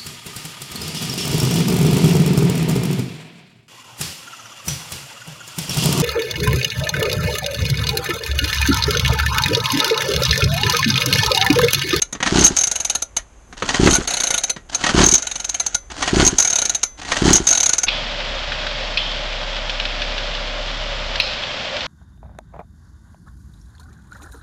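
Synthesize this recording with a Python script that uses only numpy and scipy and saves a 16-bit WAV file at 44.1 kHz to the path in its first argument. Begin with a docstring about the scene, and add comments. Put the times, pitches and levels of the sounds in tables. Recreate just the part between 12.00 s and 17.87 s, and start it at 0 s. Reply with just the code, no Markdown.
"""Pull-starting a cold two-stroke

A mini bike on a concrete drive is pulled over five times and never fires. The starter knocks into
mesh, the rope rasps by stick-slip friction, and the piston pumps six chuffs through resonant pipes.
A spring rewinds the rope while steel pawls clink ever more slowly; the close microphone overloads."""
import sys
import numpy as np
from scipy import signal
from scipy.io import wavfile
from scipy.ndimage import uniform_filter1d

SR = 44100
rng = np.random.default_rng(int(sys.argv[2]) if len(sys.argv) > 2 else 0)


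def digitize_waveform(pressure):
    """Quantize a signal to 16-bit integers and store it at the path in sys.argv[1].

    Rows of a 2-D input are taken as channels; values are limited to [-1, 1].
    """
    field = np.atleast_2d(pressure).T
    bounded = np.clip(field, -1, 1)
    quanta = np.round(bounded * 32767).astype(np.int16)
    wavfile.write(sys.argv[1], SR, quanta)


N = 258773
TIME = np.arange(N) / SR


def amp(db):
    """Amplitude grows tenfold for every 20 dB."""
    return 10 ** (np.asarray(db) / 20)


def unit_rms(x):
    """Power normalisation: a sustained sound is scaled to an rms of one."""
    return x / np.sqrt(np.mean(x ** 2) + 1e-20)


def unit_hit(x):
    """Energy normalisation: a hit carries as much as 10 ms at an rms of one."""
    return x / np.sqrt(np.sum(x ** 2) / (SR / 100) + 1e-20)


def add(mix, start, sound):
    """Superposition: a sound joins the mix at a start time in seconds."""
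    part = mix[max(round(start * SR), 0):][:len(sound)]
    part += sound[:len(part)]


def colour(spectrum, size=2048):
    """Minimum phase: the Hilbert transform turns a spectrum into a causal impulse response."""
    hz, db = np.transpose(spectrum)
    log_hz = np.log(abs(np.fft.fftfreq(size, 1 / SR)) + 1)
    beyond = np.maximum(np.log(hz[0]) - log_hz, 0) + np.maximum(log_hz - np.log(hz[-1]), 0)
    log_gain = np.log(amp(np.interp(log_hz, np.log(hz), db))) - 2 * np.minimum(beyond, 2)
    return np.fft.ifft(np.exp(np.conj(signal.hilbert(log_gain)))).real


def through(x, response):
    """Convolution: a linear system answers each sample with its impulse response."""
    return signal.fftconvolve(x, response)[:len(x)]


def ring(modes, t, wave=np.sin):
    """Free vibration is a sum of damped modes, each falling 60 dB in its T60."""
    return sum(amp(db - 60 * t / t60) * wave(2 * np.pi * hz * t) for hz, db, t60 in modes)


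def wander(per_s):
    """Random modulation: straight lines join chance values, at an rms of one."""
    knots = np.arange(0, N / SR + 1, 1 / per_s)
    return unit_rms(np.interp(TIME, knots, rng.uniform(-1, 1, N)[:len(knots)]))


def bump(t, at, width):
    """A Gaussian pulse, whose width is its standard deviation."""
    return np.exp(-.5 * ((t - at) / width) ** 2)


def chatter(t, rise, hold, fall, rattle_db, rattle_fall, grain_db):
    """Contact bounce: a loose part lands in tiny impacts, then rattles out. Times are in seconds."""
    noise, size = rng.standard_normal((2, len(t)))
    grains = amp(grain_db * np.repeat(size, 16)[:len(t)])
    volley = np.exp(-np.maximum(t - hold, 0) / fall) + amp(rattle_db) * np.exp(-t / rattle_fall)
    return noise * grains * volley * (1 - np.exp(-t / rise))


# Spectrum of the outdoor air. Each row: frequency in Hz, relative level in dB.
AIR_SPECTRUM = [(20, -6.5), (36, 4.5), (55, 4.5), (80, -6), (170, -15.5), (400, -18), (700, -20.5),
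                (1200, -23), (2200, -29), (4300, -37.5), (5600, -39), (6300, -23), (8000, -39),
                (11000, -41), (14000, -66)]

def air(level_db=-44.5, swell_db=0.1):
    """Ambient noise: a quiet broadband hush with a light rumble."""
    hush = unit_rms(through(rng.standard_normal(N), colour(AIR_SPECTRUM, size=8192)))
    return amp(level_db + swell_db * wander(15)) * hush


# Knocks of handle, starter and frame. Each row: start in seconds, level in dB, thud level in dB.
KNOCKS = [(0.1268, -33, -25), (0.15, -28, -24.5), (0.2028, -24, -21), (0.2269, -9.5, -21),
          (0.2614, -12, -15.5), (0.2725, -14, -19.5), (1.1837, -29, -42), (1.5261, -33, -34),
          (1.6225, -20.5, -12.5), (1.6894, -11.5, -22), (1.7427, -12, -17), (1.8719, -16, -3),
          (2.01, -41, -20.5), (2.563, -29, -26), (2.8386, -10.5, -17.5), (2.865, -10, -21.5),
          (2.8905, -12, -16.5), (2.9894, -17, -9), (3.901, -30, -35.5), (4.0254, -11, -21.5),
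          (4.0761, -12, -22), (4.2063, -27, -16), (5.0155, -26, -41), (5.049, -26, -30), (5.1176, -9, -27),
          (5.1665, -14, -23), (5.2889, -18, -15)]
# Spectra of a knock's middle, bass and treble. Each row: frequency in Hz, relative level in dB.
KNOCK_SPECTRUM = [(150, -37), (500, 3), (900, 3), (1400, -1.5), (1870, 5), (2350, 1), (3300, 0.5),
                  (5000, -1.5), (8000, -35.5)]
THUD_SPECTRUM = [(60, -6), (200, 5.5), (480, 0.5), (800, -7.5), (1300, -3)]
SNAP_SPECTRUM = [(3500, -17), (5200, -2.5), (6400, 3.5), (7400, -12.5), (9200, -16), (11200, -30),
                 (13000, -55)]
# Modes of the starter as it grips. Each row: frequency in Hz, relative level in dB, T60 in seconds.
GRIP_MODES = [(794, -2.5, 0.097), (1903, 5, 0.063), (2147, -11, 0.013), (3256, -22.5, 0.014)]

def knocks(knock_db=-5, thud_db=-4, snap_db=-10, grip_db=-13.5):
    """Damped impact: under load the starter's plastic and metal knock but barely ring."""
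    out, t = np.zeros(N), TIME[:SR // 8]
    knock, thud, snap = colour(KNOCK_SPECTRUM), colour(THUD_SPECTRUM), colour(SNAP_SPECTRUM)
    grip = ring(GRIP_MODES, t)
    for start, db, low_db in KNOCKS:
        hits = chatter(t, rise=.00017, hold=.0032, fall=.007,
                       rattle_db=-6.5, rattle_fall=.019, grain_db=0)
        for response, level_db in ((knock, db + knock_db), (grip, db + grip_db),
                                   (thud, low_db + thud_db), (snap, db + snap_db)):
            add(out, start, amp(level_db) * unit_hit(through(hits, response)))
    return out


# The five pulls. Each row: first chuff in seconds, lead of the slack take-up in seconds, time stretch
# as a factor, rope level in dB, chuff level in dB, pawl ring centre in Hz, pawl tip bite in dB.
PULLS = [(0.325, 0.072, 0.995, 0.5, -2, 6440, -5.5), (1.7995, 0.23, 1.01, 0, 1.5, 6100, -9.5),
         (2.948, 0.257, 0.975, 1, -0.5, 6400, -19), (4.1333, 0.233, 1.066, -0.5, -0.5, 6570, -17),
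         (5.2222, 0.247, 0.98, 0.5, 0, 6580, -32)]
# The rope running out. Each row: time from the first chuff in seconds before stretch, level in dB.
ROPE_RUN = [(-0.1, -20.5), (-0.075, -26.5), (-0.05, -21), (-0.02, -24.5), (0.07, -14), (0.15, -26),
            (0.22, -32.5), (0.26, -30.5)]

def rope_envelope(slack_db=-37.5, taut_db=-36.5, jerk_db=4, jerks_per_s=90):
    """Friction noise follows the pull: the slack comes in by jerks, then the rope runs out hard."""
    gain, jerks = np.zeros(N), jerk_db * wander(jerks_per_s)
    for first, slack_lead, stretch, rope_db, *_ in PULLS:
        start, taut, stop = first - slack_lead, first - stretch * .17, first + stretch * .26
        run = [(first + stretch * after, db + rope_db) for after, db in ROPE_RUN]
        times, levels = np.transpose([(start, slack_db), (taut, taut_db)] + run)
        level_db = np.interp(TIME, times, levels) + jerks * (TIME < taut)
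        gain += amp(level_db) * (TIME >= start) * (TIME <= stop)
    return uniform_filter1d(gain, SR // 200)


# Spectra of rope rasp, frame drone and low shudder. Each row: frequency in Hz, relative level in dB.
RASP_SPECTRUM = [(300, -9.5), (560, 1), (750, 5), (1200, 0), (1450, 4), (2400, -5.5), (3100, 1), (3600, -3),
                 (4500, -1), (5300, -5), (6500, -1.5), (8000, -12.5), (9000, -14.5), (11500, -38)]
DRONE_SPECTRUM = [(60, -0.5), (180, -26.5), (280, 7.5), (400, -23), (700, -37)]
SHUDDER_SPECTRUM = [(25, 0.5), (58, 0.5), (110, -8.5), (220, -7)]

def rope(rasp_db=-2, slip_db=2.5, slips_per_s=300, grain_db=4, drone_db=-15, rocking_db=-12):
    """Stick-slip friction: the braided rope rasps in its eyelet, and the frame drones and rocks."""
    slips = rng.standard_normal(N) * amp(slip_db * wander(slips_per_s) + grain_db * wander(3000))
    rasp = amp(rasp_db) * unit_rms(through(slips, colour(RASP_SPECTRUM)))
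    drone = amp(drone_db) * unit_rms(through(slips, colour(DRONE_SPECTRUM)))
    shudder = unit_rms(through(rng.standard_normal(N), colour(SHUDDER_SPECTRUM, size=8192)))
    return rope_envelope() * (rasp + drone + amp(rocking_db) * shudder)


# Crank turns in a pull. Each row: time from the first chuff in seconds before stretch, level in dB.
TURNS = [(0, -1.5), (0.034, -0.5), (0.0612, 0), (0.0898, -1), (0.1265, -7.5), (0.185, -9)]

def crank_turns():
    """The two-stroke cycle gives one chuff a turn, listed as time in seconds and level in dB."""
    return [(first + stretch * after, chuff_db + db)
            for first, _, stretch, _, chuff_db, *_ in PULLS for after, db in TURNS]


# Air modes of cylinder, exhaust and intake. Each row: frequency in Hz, level in dB, T60 in seconds.
PIPE_MODES = [(54.2, -16.5, 0.25), (112, -24, 0.095), (185.3, -12.5, 0.066), (211, -22.5, 0.091),
              (261.8, -20.5, 0.24), (337, -7.5, 0.092), (367.8, -12, 0.093)]

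def chuffs(push_db=-10, suck_db=-9, intake_db=-15, crankcase_db=-20, gush_db=-24, muffler_hz=460):
    """Pipe resonance: the port opens, the cylinder sucks and pushes, and the air columns ring."""
    out, t = np.zeros(N), TIME[:SR // 4]
    lead = .005  # seconds of room for the suction ahead of the push
    opening = bump(t[:SR // 50], lead, .0003)
    pipe = through(ring(PIPE_MODES, t, np.cos), opening / opening.sum())
    puff = amp(push_db) * bump(t, lead, .0007) - amp(suck_db) * bump(t, lead - .0024, .0007)
    # the crankcase spits back about half a turn later, then draws air in
    crankcase = amp(crankcase_db) * (bump(t, lead + .015, .004) - bump(t, lead + .026, .004))
    for at, db in crank_turns():
        gush = unit_hit(through(rng.standard_normal(len(t)) * np.exp(-t / .028), pipe))
        add(out, at - lead, amp(db) * (puff + crankcase + pipe + amp(gush_db) * gush))
        intake_lag = .01023 * rng.uniform(1, 1.04)
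        add(out, at - lead + intake_lag, amp(db + intake_db) * pipe)
    return signal.sosfiltfilt(signal.butter(6, muffler_hz, fs=SR, output="sos"), out)


# Pawls flung loose as the flywheel overruns the starter or the handle comes to rest.
# Each row: start in seconds, steel ring in dB, housing clack in dB.
LOOSE_CLINKS = [(0.0174, -8.5, -23), (0.1252, -20, -35), (0.3885, -15, -26), (0.407, -10, -40),
                (0.4375, -8, -30), (0.4439, -1, -45), (0.4524, -4, -34), (0.4624, -8, -16.5),
                (0.4744, -7.5, -37), (1.1652, -11.5, -22.5), (1.9074, -19, -17.5), (1.929, -27, -16),
                (1.937, -8.5, -33), (1.95, -15, -13.5), (1.9614, -16, -22), (2.7458, -11, -21),
                (3.038, -8, -18.5), (3.0589, -2.5, -28), (3.0856, -8, -21), (3.1103, -8, -33),
                (3.1184, -7.5, -23), (3.1373, -3, -27), (3.1502, -5, -25), (4.2482, -8.5, -37),
                (4.2621, -5.5, -25), (4.2747, -6, -19), (5.3303, -2.5, -35), (5.3444, -10, -36),
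                (5.3537, -3, -18), (5.3644, -8, -36)]
# The spring winding the rope back, one list for each rewind.
# Each row: time in seconds, speed in teeth per second, steel ring in dB, housing clack in dB.
REWINDS = [
    [(0.5654, 52.54, -8.2, -27), (0.6744, 22.75, -10.5, -25), (0.7125, 23.85, -12.5, -23.5),
     (0.9494, 18.39, -11.5, -24.5), (1.04, 7.64, -13, -26)],
    [(2.0743, 33.11, -32, -19), (2.2299, 29.46, -12.5, -20), (2.3608, 27.15, -15.5, -19.5),
     (2.4279, 12.53, -11.7, -20.5), (2.52, 22.3, -16.5, -24.5)],
    [(3.1789, 28.59, -18, -33), (3.2053, 20.75, -18.5, -23.5), (3.343, 23.87, -18, -27),
     (3.5651, 18.43, -15, -24.5), (3.76, 9.61, -9.5, -21)],
    [(4.3829, 72.89, -5.5, -23.5), (4.4119, 39.75, -9.5, -25), (4.577, 34.13, -11, -22.5),
     (4.8149, 9.0, -11.5, -20.5), (4.85, 7.0, 0, -17)],
    [(5.4685, 57.26, -5.5, -23), (5.6012, 33.25, -8.5, -20.5), (5.6285, 36.99, -9.5, -21.5),
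     (5.7446, 20.01, -9, -21.5), (5.85, 19.13, -9.5, -20.5)],
]

def tooth_rate(rewind):
    """Tooth-passing frequency in Hz, zero outside this rewind."""
    times, speed, *_ = np.transpose(rewind)
    return np.interp(TIME, times, speed, left=0, right=0)


def pawl_drops(ring_scatter_db=1.43, clack_scatter_db=2.1, centre_scatter_hz=180):
    """Ratchet action: besides the loose clinks, a pawl drops each time a whole tooth has passed."""
    drops = list(LOOSE_CLINKS)
    for rewind in REWINDS:
        times, _, ring_db, clack_db = np.transpose(rewind)
        teeth = np.ceil(np.cumsum(tooth_rate(rewind)) / SR)
        for at in TIME[1:][np.diff(teeth) > 0]:
            drops.append((at, rng.normal(np.interp(at, times, ring_db), ring_scatter_db),
                          rng.normal(np.interp(at, times, clack_db), clack_scatter_db)))
    # each drop takes its ring centre and bite from the pull it belongs to
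    first, slack_lead, *_, centre_hz, bite_db = np.transpose(PULLS)
    pulls = np.searchsorted((first - slack_lead)[1:], [at for at, _, _ in drops])
    return [(*drop, rng.normal(centre_hz[pull], centre_scatter_hz), bite_db[pull])
            for drop, pull in zip(drops, pulls)]


# Modes of a pawl with its steel cup, and of the housing with the flywheel.
# Each row: frequency in Hz, relative level in dB, T60 in seconds.
STEEL_MODES = [(6116, 7, 0.06), (6180, -11, 0.06), (6410, 9.5, 0.021), (6403, 8.5, 0.039),
               (6590, 4.5, 0.038), (7070, -17, 0.13), (7670, -23.5, 0.041), (8800, -16, 0.049),
               (10500, -23, 0.048), (10440, -23.5, 0.15), (12400, -32.5, 0.051)]
HOUSING_MODES = [(543, -20, 0.33), (661, -5.5, 0.055), (800, -18.5, 0.014), (985, -12.5, 0.04),
                 (1267, -21.5, 0.029), (1436, -2, 0.069), (1775, -9, 0.043), (2091, -15.5, 0.12),
                 (2300, -6, 0.054), (3023, -1, 0.03), (3884, 6, 0.031), (4304, 2.5, 0.013)]
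# Spectrum of the housing's clack. Each row: frequency in Hz, relative level in dB.
CLACK_SPECTRUM = [(150, -38), (400, -13), (700, 15), (1500, -8.5), (2300, 8.5), (3200, 2), (4200, 10.5),
                  (5100, -13.5), (6400, 22.5), (8300, -18.5), (11000, -29.5), (12200, -6), (16000, -64)]

def pawls(drops, steel_db=-3, housing_db=-4, favour_db=7, reach_hz=230, vary_db=4, detune=0.015):
    """Impact excitation: each falling pawl rings like a small bell and shakes the housing."""
    out, t, clack = np.zeros(N), TIME[:SR // 6], colour(CLACK_SPECTRUM)
    partials = np.array([ring([mode], t) for mode in STEEL_MODES])
    mode_hz = np.transpose(STEEL_MODES)[0]
    for start, ring_db, clack_db, centre_hz, _ in drops:
        bounces = chatter(t, rise=.001, hold=.0065, fall=.0035,
                          rattle_db=-16, rattle_fall=.012, grain_db=3.5)
        shakes = chatter(t, rise=.00051, hold=.0067, fall=.0036,
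                         rattle_db=-27, rattle_fall=.013, grain_db=4)
        # the contact point favours modes near the ring centre and varies the housing's response
        steel = amp(favour_db * bump(mode_hz, centre_hz, reach_hz)) @ partials
        housing = ring([(hz * rng.normal(1, detune), rng.normal(db, vary_db), t60)
                        for hz, db, t60 in HOUSING_MODES], t)
        add(out, start, amp(ring_db + steel_db) * unit_hit(through(bounces, steel)))
        add(out, start, amp(clack_db) * unit_hit(through(shakes, clack)))
        add(out, start, amp(clack_db + housing_db) * unit_hit(through(shakes, housing)))
    return out


# Spectrum of a pawl tip's scrape. Each row: frequency in Hz, relative level in dB.
TIP_SPECTRUM = [(4000, -23.5), (7000, -8.5), (9300, 1), (11200, -3), (12500, -14.5)]
# Modes of the tip. Each row: frequency in Hz, relative level in dB, T60 in seconds.
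TIP_MODES = [(7340, -6, 0.05), (9250, 5, 0.05), (11500, -28, 0.05), (10750, -3.5, 0.067)]

def pawl_tips(drops, ring_db=-14):
    """Sliding contact: each pawl's tip scrapes over its tooth with a bright tick and rings briefly."""
    out, t = np.zeros(N), TIME[:SR // 10]
    tick, ringing = colour(TIP_SPECTRUM), ring(TIP_MODES, t)
    for start, _, clack_db, _, bite_db in drops:
        scrape = chatter(t, rise=.0004, hold=.0028, fall=.0074,
                         rattle_db=-15, rattle_fall=.015, grain_db=5.5)
        add(out, start, amp(clack_db + bite_db) * unit_hit(through(scrape, tick)))
        add(out, start, amp(clack_db + ring_db) * unit_hit(through(scrape, ringing)))
    return out


# Spectrum of the flywheel fan. Each row: frequency in Hz, relative level in dB.
FAN_SPECTRUM = [(4000, -22), (6500, 9.5), (8200, -6), (11000, -16), (12500, -44)]

def fan(level_db=-27, lag_s=0.047, spread_s=0.013, flutter_db=3):
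    """Amplitude-modulated noise: the flywheel fan zips once after each turn of the crank."""
    spin = sum(amp(db) * bump(TIME, at + lag_s, spread_s) for at, db in crank_turns())
    swish = rng.standard_normal(N) * amp(flutter_db * wander(550))
    return amp(level_db) * spin * unit_rms(through(swish, colour(FAN_SPECTRUM)))


# Spectrum of the scraping reel. Each row: frequency in Hz, relative level in dB.
REEL_SPECTRUM = [(100, -3), (400, -3.5), (700, 4), (1100, -10.5), (1440, 5), (1800, -1.5), (3800, -4),
                 (5200, -9), (6400, 8.5), (8000, -11.5), (11000, -42), (13000, -30)]

def reel(level_db=-7, reference_teeth_per_s=34.1, db_per_doubling=7, roughness_db=2.5):
    """Sliding friction: the reel and its spring scrape the housing, louder the faster they turn."""
    gain = np.zeros(N)
    for rewind in REWINDS:
        times, _, _, clack_db = np.transpose(rewind)
        doublings = np.log2(tooth_rate(rewind) / reference_teeth_per_s + 1e-9)
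        gain += amp(np.interp(TIME, times, clack_db) + level_db + db_per_doubling * doublings)
    scrape = rng.standard_normal(N) * amp(roughness_db * wander(360))
    return uniform_filter1d(gain, SR // 100) * unit_rms(through(scrape, colour(REEL_SPECTRUM)))


def low_rub(at_s=1.52, spread_s=0.032, level_db=-43.5):
    """Low-frequency noise under a Gaussian envelope: one soft rub before the second pull."""
    shudder = unit_rms(through(rng.standard_normal(N), colour(SHUDDER_SPECTRUM, size=8192)))
    return amp(level_db) * bump(TIME, at_s, spread_s) * shudder


# Late clinks that leave the steel cup singing. Each row: start in seconds, level in dB.
CUP_STRIKES = [(3.748, -30.5), (4.832, -25)]
# Modes of the freed cup and flywheel. Each row: frequency in Hz, relative level in dB, T60 in seconds.
CUP_MODES = [(2035, -21, .4), (3424, -31, .6), (3850, -26, .4), (4705, -27, .4), (6140, 0, .33),
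             (7040, -9, .16), (11230, -16, .2)]

def singing_cup():
    """Free decay: at the end of two of the rewinds the freed cup rings on."""
    out = np.zeros(N)
    for start, db in CUP_STRIKES:
        add(out, start, amp(db) * ring(CUP_MODES, TIME[:SR // 3]))
    return out


def yard(direct, wet_db=-20, t60=0.14, echoes_per_s=2000, cutoff_hz=3500):
    """Scattering: the concrete and nearby walls return faint, dull echoes from 6 ms on."""
    t = TIME[:SR // 3]
    echoes = rng.standard_normal(len(t)) * (rng.random(len(t)) < echoes_per_s / SR)
    echoes *= (t > .006) * amp(-60 * t / t60)
    echoes = signal.lfilter(*signal.butter(1, cutoff_hz, fs=SR), echoes)
    return direct + amp(wet_db) * through(direct, echoes / np.linalg.norm(echoes))


def scene():
    """Superposition: starter, cold engine, their echoes and the background sum in one channel."""
    drops = pawl_drops()
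    starter = pawls(drops) + pawl_tips(drops) + knocks() + rope() + reel() + singing_cup()
    engine = chuffs() + fan()
    return (yard(starter + engine) + air() + low_rub())[None]


def record(dry, roll_off_hz=11600, leak_db=-26, band_limit_hz=15800):
    """Hard clipping: the microphone loses most of the top octave and flattens the loudest clinks."""
    passed = signal.sosfilt(signal.cheby1(8, .5, roll_off_hz, fs=SR, output="sos"), dry)
    leak = signal.sosfilt(signal.butter(3, [roll_off_hz, 13500], "band", fs=SR, output="sos"), dry)
    clipped = np.clip(passed + amp(leak_db) * leak, -1, 1)
    band_limit = signal.firwin(511, band_limit_hz, window=("kaiser", 9), fs=SR)
    return signal.oaconvolve(clipped, band_limit[None], "same")


dry = scene()
out = record(dry)
digitize_waveform(out)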